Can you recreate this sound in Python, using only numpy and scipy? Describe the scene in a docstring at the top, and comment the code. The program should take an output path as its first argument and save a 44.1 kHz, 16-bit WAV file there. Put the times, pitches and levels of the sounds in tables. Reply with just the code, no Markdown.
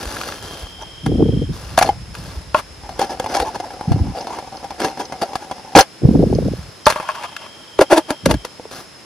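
"""Forest floor at night: a hollow plastic case is opened close to the microphone and its lid laid down.
A folded metal stove is worked out, scraping and juddering, and set on the ground; the lid is pushed back on.
Knocks are decaying resonances plus gritty noise; scrapes are random slips driving the same kind of resonances.
Puffs of air are banded noise, dry needles rustle as grainy noise, crickets trill as swept tones and narrow hiss.
The hardest knocks overload the recorder: peaks are flattened at full scale."""
import sys
import numpy as np
from scipy import signal
from scipy.fft import rfft, irfft, next_fast_len
from scipy.io import wavfile

SR = 44100
rng = np.random.default_rng(int(sys.argv[2]) if len(sys.argv) > 2 else 0)


def wrap_up_sound(samples):
    """Save the sound to the file named by the first command line argument, as 16-bit audio."""
    columns = np.atleast_2d(samples).T
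    # keep every value between -1 and 1, then stretch to whole-number steps
    tamed = np.clip(columns, -1, 1)
    steps = np.round(tamed * 32767).astype(np.int16)
    wavfile.write(sys.argv[1], SR, steps)


N = 399105
TIME = np.arange(N) / SR
FFT_SIZE = next_fast_len(N, real=True)
FFT_HZ = np.arange(FFT_SIZE // 2 + 1) * SR / FFT_SIZE

# Knocks hard and soft, mostly on case and lid; the last two are faint handling bumps
# [start_s, body_db, crack_db, pitch_hz]
HANDLING_KNOCKS = [ (1.063, -16, -28.5, 307), (1.778, -0.5, -16.5, 670), (1.789, -14, -15, 694),
                   (1.812, -4, -27, 706), (1.826, -11, -18, 794), (1.876, -23, -50, 730),
                   (1.89, -4, -33.5, 827), (2.994, -13, -24, 520), (3.199, -13, -28, 506),
                   (3.401, -14, -24, 834), (3.811, -20.5, -41, 834), (4.803, -21, -27, 763),
                   (4.847, -17, -25, 780), (5.218, -20.5, -40, 780), (5.356, -17.5, -26, 740),
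                   (5.752, 3, -40, 822), (5.79, 8.5, 0, 787), (5.808, -7, -19, 540), (7.791, 1, -24.5, 394),
                   (7.812, 3.5, -17, 528), (7.927, 0.5, -32, 590), (7.979, -8.5, -20, 324),
                   (8.106, -14, -23, 283), (8.259, -2.5, -16.5, 539), (8.312, -13.5, -18, 498),
                   (8.342, -14.5, -30.5, 295), (8.45, -24.5, -28, 506), (8.597, -26.5, -59, 495),
                   (8.653, -26.5, -56, 450)]
# Resonances of the case with the stove inside [pitch_hz, width_hz, level_db]
FULL_CASE_MODES = [(305, 146, 1.5), (554, 86, 5), (766.3, 48, 11.5), (937, 55, 3), (1490, 24, -17.5),
                   (2131, 41, -9), (2640, 42, -20), (3108, 29, -11)]
# Resonances of the case once the stove is out [pitch_hz, width_hz, level_db]
EMPTY_CASE_MODES = [(325, 52, 10.5), (617, 73, 14.5), (904, 110, 10.5), (1460, 95, -8), (2024, 62, -11),
                    (2560, 170, -11)]
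EMPTY_FROM_S = 6
# Light taps of stove and hose inside the case [start_s, level_db]
TAPS = [(2.892, -28), (2.977, -35.5), (3.242, -24), (3.261, -21.5), (3.601, -22.5), (3.705, -34),
        (3.919, -21.5), (4.27, -24.5), (4.387, -26), (4.706, -26.5), (4.974, -28), (5.123, -24),
        (5.333, -28.5), (5.512, -21.5)]
TAP_CLICK_DB = -10.5
# Lid and stove bumping on the ground [start_s, body_db, crack_db]
GROUND_KNOCKS = [(2.546, -8, -13), (6.868, 0, 2), (6.903, -17, -8), (6.96, -20, -19), (7, -21, -21),
                 (7.09, -17.5, -20.5)]
# Resonances of stove and lid lying against each other on the ground [pitch_hz, width_hz, level_db]
GROUND_MODES = [(615, 33, 6.5), (899, 41, 6.5), (1072, 37, 6.5), (1397, 100, -3), (1800, 120, -6.5),
                (2540, 260, -5.5)]
# Clinks of the stove's folded legs [start_s, level_db]
CLINKS = [(3.344, -30.5), (4.211, -35), (4.57, -38.5), (4.709, -44), (5.054, -35.5), (5.214, -45),
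          (5.809, -11.5), (6.35, -35.5), (6.857, -22)]
# Resonances of the steel stove [pitch_hz, width_hz, level_db]
STOVE_MODES = [(3090, 45, -19.5), (4300, 63, -15.5), (5096, 150, -9), (6150, 68, -11.5)]
# Spectrum of contact cracks and grit [pitch_hz, level_db]
CRACK_SPECTRUM = [(300, -8.5), (1000, 17), (2400, 10.5), (6000, 3.5), (10000, 2.5), (14000, -12)]
# Strokes of a hand or the stove along the case wall [start_s, length_s, level_db]
STROKES = [(.77, 0.064, -37), (1.81, 0.057, -17.5), (2.995, 0.041, -22.5), (3.09, 0.034, -27.5),
           (3.275, 0.12, -17), (3.53, 0.027, -28), (4.14, 0.064, -30.5), (4.29, 0.054, -30),
           (4.78, 0.069, -19.5), (4.988, 0.023, -23.5), (5.21, 0.023, -20), (5.41, 0.016, -36),
           (5.75, 0.028, 4)]
STROKE_ATTACK, STROKE_RELEASE = 0.44, 0.45  # shares of a stroke's length
# Light rubbing while the stove is worked loose [start_s, length_s, level_db]
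LIGHT_RUB = [(2.8, 2.92, -40)]
# Lid dragged over the ground [start_s, length_s, level_db]
LID_DRAGS = [(2.556, 0.037, -29), (6.88, 0.36, -33.5)]
# Pushes of the lid back onto the case [start_s, length_s, level_db]
LID_PUSHES = [(7.801, 0.019, -9), (7.897, 0.034, -7.5), (7.955, 0.023, -9.5), (8.076, 0.034, -23),
              (8.281, 0.027, -18)]
JUDDER_START_HZ, JUDDER_SAG_PER_S = 370, 4.5  # slip rate as a push begins; its exponential fall
# Movements stirring needles and sleeves [start_s, length_s, level_db]
RUSTLES = [(0, 0.3, -30.5), (.42, 0.2, -36), (1.52, 0.23, -39), (2.14, 0.21, -39.5), (2.56, 0.029, -31),
           (6.05, 0.53, -44), (8.71, 0.084, -34.5)]
RUSTLE_ATTACK, RUSTLE_RELEASE = 0.011, 0.35  # shares of a movement's length
# Spectrum of needles and sleeves [pitch_hz, level_db]
NEEDLE_SPECTRUM = [(150, 5.5), (600, 11.5), (2000, -1), (4000, -1), (10000, -6.5), (15000, -15)]
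# Dry twigs snapping [start_s, level_db]
SNAPS = [(.075, -28), (.167, -20), (.213, -18.5), (.235, -22), (.265, -31), (.287, -18.5), (.322, -21),
         (2.151, -23), (7.157, -25), (7.365, -16.5)]
SNAP_HZ, SNAP_WIDTH_HZ, SNAP_FADE_S = 1390, 780, 0.0024
# Low thumps from the strongest eddies and from the hands [start_s, level_db, pitch_hz]
THUMPS = [(0.07, -20, 56), (0.635, -21, 58.6), (1.123, -10.5, 125), (1.226, 2, 310), (1.295, -7.5, 303),
          (2.377, -17.5, 61), (3.412, -21.5, 60), (3.882, -7.5, 151), (3.916, -2.5, 109),
          (3.947, -6.5, 120), (4.017, -5.5, 82), (6.054, 5.5, 128), (6.091, 3.5, 205), (6.154, 2, 283),
          (6.239, -2, 475), (6.388, -3, 475), (6.485, -9.5, 476), (6.537, -13, 427), (8.268, -3.5, 200)]
# Puffs of air over the microphone [start_s, length_s, level_db]
PUFFS = [(0, 4.85, -37), (1.017, 0.5, -18), (1.473, 1.16, -32), (3.856, 0.27, -21.5), (5.999, 0.52, -15.5),
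         (6.43, 0.27, -30), (8.22, 0.15, -19)]
# Bouts of the nearer cricket [start_s, length_s, level_db]
TRILLS = [(0.25, 1.18, -42), (6.75, 1.66, -46)]
TRILL_ATTACK, TRILL_RELEASE = 0.15, 0.051  # shares of a bout's length
# Spectrum of the hush among the trees [pitch_hz, level_db]
FOREST_SPECTRUM = [(20, -56), (70, 1.5), (300, 2.5), (1200, -4), (4000, -8.5), (10000, -16), (15000, -36.5)]
# Left port's gain over the right [pitch_hz, level_db]
PORT_BALANCE = [(700, 0), (4200, 4.5), (8100, 0)]
RIGHT_PORT_LAG_S = 2.7e-5


def handling_knocks(width_hz=48, cavity_db=-3.5, walls_db=-7.0):
    """The main resonance shifts with grip and filling; the case walls ring along."""
    out, t = np.zeros(N), TIME[:SR // 2]
    for start_s, body_db, _, pitch_hz in HANDLING_KNOCKS:
        cavity = 2 * np.sin(2 * np.pi * pitch_hz * t) * np.exp(-np.pi * width_hz * t)
        walls = struck(FULL_CASE_MODES if start_s < EMPTY_FROM_S else EMPTY_CASE_MODES)
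        knock = from_db(cavity_db) * cavity + from_db(walls_db) * walls
        add(out, start_s, from_db(body_db) * knock)
    crack = cracks(HANDLING_KNOCKS, fade_s=0.0018, tail_s=0.011, tail_db=-10.5, grain_db=2)
    return out + from_db(6.5) * crack


def sliding():
    """The stove rubs and rattles out along the case wall; the hand-damped lid drags over the ground."""
    working = swells(LIGHT_RUB, attack=0.015, release=0.024)
    stove_force = swells(STROKES, STROKE_ATTACK, STROKE_RELEASE) + working
    stove = rub(stove_force, FULL_CASE_MODES + STOVE_MODES, grit_db=-10.5)
    loose_parts = rattle(working)
    damped_modes = [(hz, 2 * width_hz, db) for hz, width_hz, db in GROUND_MODES]
    lid_force = swells(LID_DRAGS, RUSTLE_ATTACK, STROKE_RELEASE)
    return stove + loose_parts + rub(lid_force, damped_modes, grit_db=-6.0)


def rub(force, modes, grit_db):
    """Stick-slip drives a body's modes, which shift as the contact point moves, and gives off grit."""
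    drive = slips()
    shift_s = .05 * drift(20) / 20  # wandering delay bends the pitch
    hollow = 0
    for k, mode in enumerate(modes):
        hollow = hollow + (-1) ** k * body(drive * force, [mode]) * from_db(2 * drift(20))
    hollow = np.interp(TIME + shift_s, TIME, hollow) / np.std(body(drive, modes))
    grit = rms_one(colour(drive, CRACK_SPECTRUM))
    return hollow + from_db(grit_db) * force * grit


def slips():
    """Stick and slip under an uneven push: fine chatter and sparser catches."""
    chatter = clicks(1600, spread_db=4)
    catches = clicks(55, spread_db=2.5)
    return (chatter + from_db(11) * catches) * from_db(3 * drift(45))


def rattle(force, per_s=16, knock_db=1.5):
    """While the stove moves, loose parts knock at random on two walls, ringing case and steel together."""
    out = np.zeros(N)
    for _ in range(2):
        touches = clicks(per_s, spread_db=3) * force
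        out += signal.oaconvolve(touches, struck(FULL_CASE_MODES + STOVE_MODES))[:N]
    return from_db(knock_db) * out


def closing(jitter=0.14, grit_db=-9.0):
    """The tight lid judders onto the empty case in nearly regular slips, which slow down as it binds."""
    out, t = np.zeros(N), TIME[:SR // 5]
    for start_s, length_s, level_db in LID_PUSHES:
        sagging_hz = JUDDER_START_HZ * np.exp(-JUDDER_SAG_PER_S * t)
        slip_hz = sagging_hz * (1 + jitter * drift(JUDDER_START_HZ)[:len(t)])
        slip_pulses = np.diff(np.floor(np.cumsum(slip_hz) / SR), prepend=0)
        judder = slip_pulses * from_db(2 * rng.standard_normal(len(t)))
        force = swells([(0, length_s, level_db)], 0.84, STROKE_RELEASE)[:len(t)]
        hollow = body(judder * force, EMPTY_CASE_MODES) / np.std(body(judder, EMPTY_CASE_MODES))
        grit = force * noise(CRACK_SPECTRUM)[:len(t)]
        add(out, start_s, hollow + from_db(grit_db) * grit)
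    return out


def ground_knocks():
    """Gear knocks on roots and soil, then settles with a weaker second touch."""
    out = np.zeros(N)
    for start_s, body_db, _ in GROUND_KNOCKS:
        add(out, start_s, from_db(body_db) * struck(GROUND_MODES))
        settle_s = (1 + rng.random()) / 280
        add(out, start_s + settle_s, from_db(body_db) / 2 * struck(GROUND_MODES))
    return out + cracks(GROUND_KNOCKS, fade_s=0.0003, tail_s=0.026, tail_db=-17.5, grain_db=6.0)


def taps():
    """Each light touch clicks, rings case and stove and rebounds once, its pitch varying with the grip."""
    out = np.zeros(N)
    for start_s, level_db in TAPS:
        rebound_s = (1 + rng.random()) / 200
        for delay_s, strength in ((0, 1), (rebound_s, .5)):
            grip = np.exp(rng.normal(0, .08))
            gripped_modes = [(hz * grip, width_hz, db) for hz, width_hz, db in FULL_CASE_MODES]
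            ring = struck(gripped_modes + STOVE_MODES)
            add(out, start_s + delay_s, strength * from_db(level_db) * ring)
    return out + from_db(TAP_CLICK_DB) * colour(bursts(TAPS, fade_s=0.0055), CRACK_SPECTRUM)


def clinks():
    """Thin steel legs, damped by the hand, ring as decaying modes."""
    out = np.zeros(N)
    for start_s, level_db in CLINKS:
        add(out, start_s, from_db(level_db) * struck(STOVE_MODES))
    return out


def rustle(grain_db=3.5):
    """Sleeves hiss and dry needles give way in fine grains, with woody snaps among them."""
    hiss = rms_one(noise(NEEDLE_SPECTRUM) * from_db(grain_db * drift(1200)))
    snaps = resonate(bursts(SNAPS, SNAP_FADE_S), SNAP_HZ, SNAP_WIDTH_HZ)
    snaps = snaps * np.sqrt(SR / SNAP_WIDTH_HZ / np.pi)  # offsets the level lost in the narrow band
    return swells(RUSTLES, RUSTLE_ATTACK, RUSTLE_RELEASE) * hiss + snaps


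def thumps():
    """Each is about one swing of low pressure, a little out of step on the two ports."""
    out = np.zeros((2, N))
    for start_s, level_db, pitch_hz in THUMPS:
        turn = (TIME[:SR // 10] - 1 / 20) * pitch_hz
        phases = rng.random() + rng.normal(0, .08, 2)  # turns
        for port, phase in zip(out, phases):
            swing = np.sin(2 * np.pi * (turn + phase)) * np.exp(-(turn / .7) ** 2)
            add(port, start_s - 1 / 20, from_db(level_db) * swing)
    return out


def wind(calm_hz=45, gust_hz=1150, tilt_db_per_octave=4.0):
    """A puff sets in fast, holds and dies away, lumpy throughout; stronger lumps reach higher in pitch."""
    power = 0
    for start_s, length_s, level_db in PUFFS:
        age_s = np.maximum(TIME - start_s, 0)
        puff = from_db(level_db) * np.tanh(age_s / .018) * np.exp(-(age_s / length_s) ** 6)
        power = power + puff ** 2
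    lumps = rms_one(from_db(6 * np.tanh(drift(110) / 1.5)))
    flow = np.sqrt(power) * lumps
    reach_hz = calm_hz + gust_hz * flow ** (2 / 3)
    out = np.zeros((2, N))
    for hz in np.geomspace(54, 590, num=6):
        shared, apart = rng.standard_normal((2, N))
        eddies = shared + np.array([[1], [-1]]) * apart / 4  # ports partly differ
        pressure = eddies * flow * np.exp(-(hz / reach_hz) ** 3)
        band = signal.butter(3, [hz * 3 / 4, hz * 4 / 3], "band", fs=SR, output="sos")
        gain = from_db(tilt_db_per_octave * np.log2(hz / 200) - 2) * np.sqrt(SR / hz)
        out += gain * signal.sosfilt(band, pressure + 1e-18)
    return out


def crickets(pitch_hz=3185, wing_rate_hz=49, chorus_db=-48.0):
    """One cricket's wing strokes sag in pitch, blurred by the trees; a higher chorus is a narrow hiss."""
    stroke = np.cumsum(wing_rate_hz * (1 + .02 * drift(8))) / SR % 1  # 0 to 1 per wing stroke
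    sagging_hz = pitch_hz + 150 * (.5 - stroke)
    tone = np.sin(2 * np.pi * np.cumsum(sagging_hz) / SR)
    trill = rms_one(np.sin(np.pi * stroke) ** 2 * tone)
    blur = rms_one(resonate(resonate(rng.standard_normal((2, N)), pitch_hz, 260), pitch_hz, 260))
    chorus = rms_one(resonate(resonate(rng.standard_normal((2, N)), 5100, 260), 5270, 230))
    near = swells(TRILLS, TRILL_ATTACK, TRILL_RELEASE) * (trill + blur) / np.sqrt(2)
    return near + from_db(chorus_db) * chorus


def forest():
    """The steady hush among the trees: shaped noise, partly different on each side."""
    sides = np.array([noise(FOREST_SPECTRUM), noise(FOREST_SPECTRUM)])
    return from_db(-42.5) * rms_one(noise(FOREST_SPECTRUM) + sides)


def from_db(db):
    """Decibels to amplitude."""
    return 10 ** (np.asarray(db) / 20)


def rms_one(x):
    """Scale to rms 1 over all channels together."""
    return x / np.sqrt(np.mean(x ** 2) + 1e-20)


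def add(track, start_s, sound):
    """Lay a sound into a track."""
    start = max(0, round(start_s * SR))
    track[start:start + len(sound)] += sound[:N - start]


def colour(x, spectrum, lag_s=0):
    """Filter by a spectrum joined on a log-frequency axis, and delay."""
    hz, db = np.transpose(spectrum)
    gain = from_db(np.interp(np.log(FFT_HZ + 1), np.log(hz), db))
    delay = np.exp(-2j * np.pi * FFT_HZ * lag_s)
    return irfft(rfft(x, FFT_SIZE) * gain * delay, FFT_SIZE)[:N]


def noise(spectrum):
    """Noise of a given spectrum, rms 1."""
    return rms_one(colour(rng.standard_normal(N), spectrum))


def drift(rate_hz):
    """Random values joined by straight lines, rate_hz of them a second; rms 1."""
    knots = rng.standard_normal(N // 10)
    return rms_one(np.interp(TIME * rate_hz, np.arange(len(knots)), knots))


def resonate(x, hz, width_hz):
    """One two-pole resonance, gain 1 on top."""
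    r = np.exp(-np.pi * width_hz / SR)
    zeros = np.array([1, 0, -1]) * (1 - r * r) / 2
    poles = [1, -2 * r * np.cos(2 * np.pi * hz / SR), r * r]
    return signal.lfilter(zeros, poles, x + 1e-18)


def body(x, modes):
    """Resonances in parallel, signs alternating."""
    return sum((-1) ** k * from_db(db) * resonate(x, hz, width_hz)
               for k, (hz, width_hz, db) in enumerate(modes))


def struck(modes):
    """One blow: decaying modes of randomly varied strength; unit level over the first 10 ms."""
    t = TIME[:SR // 2]
    hz, width_hz, db = np.transpose(modes)[:, :, None]
    strength = from_db(db + 2 * rng.standard_normal(hz.shape)) * np.sqrt(width_hz)
    strength = strength * rng.choice([-1, 1], hz.shape)
    ring = (strength * np.sin(2 * np.pi * hz * t) * np.exp(-np.pi * width_hz * t)).sum(0)
    return ring / np.std(ring[:SR // 100])


def cracks(rows, fade_s, tail_s, tail_db, grain_db):
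    """The bright snap of each contact: a swell of about a millisecond, the peak, a weak gritty tail."""
    t = TIME[:SR // 4] - 1 / 20  # peak at 0
    after = np.maximum(t, 0)
    onset = np.exp(np.minimum(t, 0) / .0014)
    shape = onset * (np.exp(-after / fade_s) + from_db(tail_db) * np.exp(-after / tail_s))
    envelope = np.zeros(N)
    for start_s, _, crack_db, *_ in rows:
        add(envelope, start_s - 1 / 20, from_db(crack_db) * shape)
    return envelope * rms_one(noise(CRACK_SPECTRUM) * from_db(grain_db * drift(1600)))


def clicks(per_s, spread_db):
    """Clicks at random times; random sizes reach at most twice spread_db above the smallest."""
    hits = rng.random(N) < per_s / SR
    signs = rng.choice([-1, 1], N)
    return hits * signs * from_db(spread_db * np.minimum(rng.exponential(1, N), 2))


def swells(rows, attack, release):
    """A gain that rises, holds and dies away per row; longer events rise and fall more slowly."""
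    power = 0
    for start_s, length_s, level_db in rows:
        age = (TIME - start_s) / length_s
        rise = np.clip(age / attack, 0, 1)
        fall = np.exp(-np.clip((age - 1) / release, 0, 20))
        power = power + (from_db(level_db) * rise * fall) ** 2
    return np.sqrt(power)


def bursts(rows, fade_s):
    """A tiny spray of noise per row, gone almost at once."""
    out, t = np.zeros(N), TIME[:SR // 10]
    for start_s, level_db in rows:
        add(out, start_s, from_db(level_db) * rng.standard_normal(len(t)) * np.exp(-t / fade_s))
    return out


def ports(x):
    """Two close ports: the right hears slightly later; each gets treble scatter off hands and ground."""
    left = colour(x, [(hz, db / 2) for hz, db in PORT_BALANCE])
    right = colour(x, [(hz, -db / 2) for hz, db in PORT_BALANCE], RIGHT_PORT_LAG_S)
    direct = np.array([left, right])
    paths = rng.standard_normal((2, SR // 20)) * np.exp(-TIME[:SR // 20] / .004)
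    treble = signal.sosfilt(signal.butter(2, 1000, "high", fs=SR, output="sos"), direct)
    scatter = signal.oaconvolve(treble, paths / np.linalg.norm(paths[0]), axes=1)[:, :N]
    return direct + from_db(-4) * scatter


def scene():
    """Handling sounds reach the two ports; crickets, hush, wind and thumps are added."""
    handling = handling_knocks() + sliding() + closing() + ground_knocks() + taps() + clinks() + rustle()
    return ports(handling) + thumps() + wind() + crickets() + forest()


def record(dry):
    """Deep bass is cut, ports notch and lift the treble, peaks flatten at full scale, the top is cut."""
    dry = signal.sosfilt(signal.butter(3, 38, "high", fs=SR, output="sos"), dry)
    dry = dry - .7 * resonate(dry, 8450, 900) + .5 * resonate(dry, 10000, 1500)
    flattened = dry / (1 + dry ** 8) ** (1 / 8)
    top_cut = signal.cheby2(16, 60, 16300, fs=SR, output="sos")  # 60 dB down from 16300 Hz
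    return signal.sosfilt(top_cut, flattened)


dry = scene()
out = record(dry)
wrap_up_sound(out)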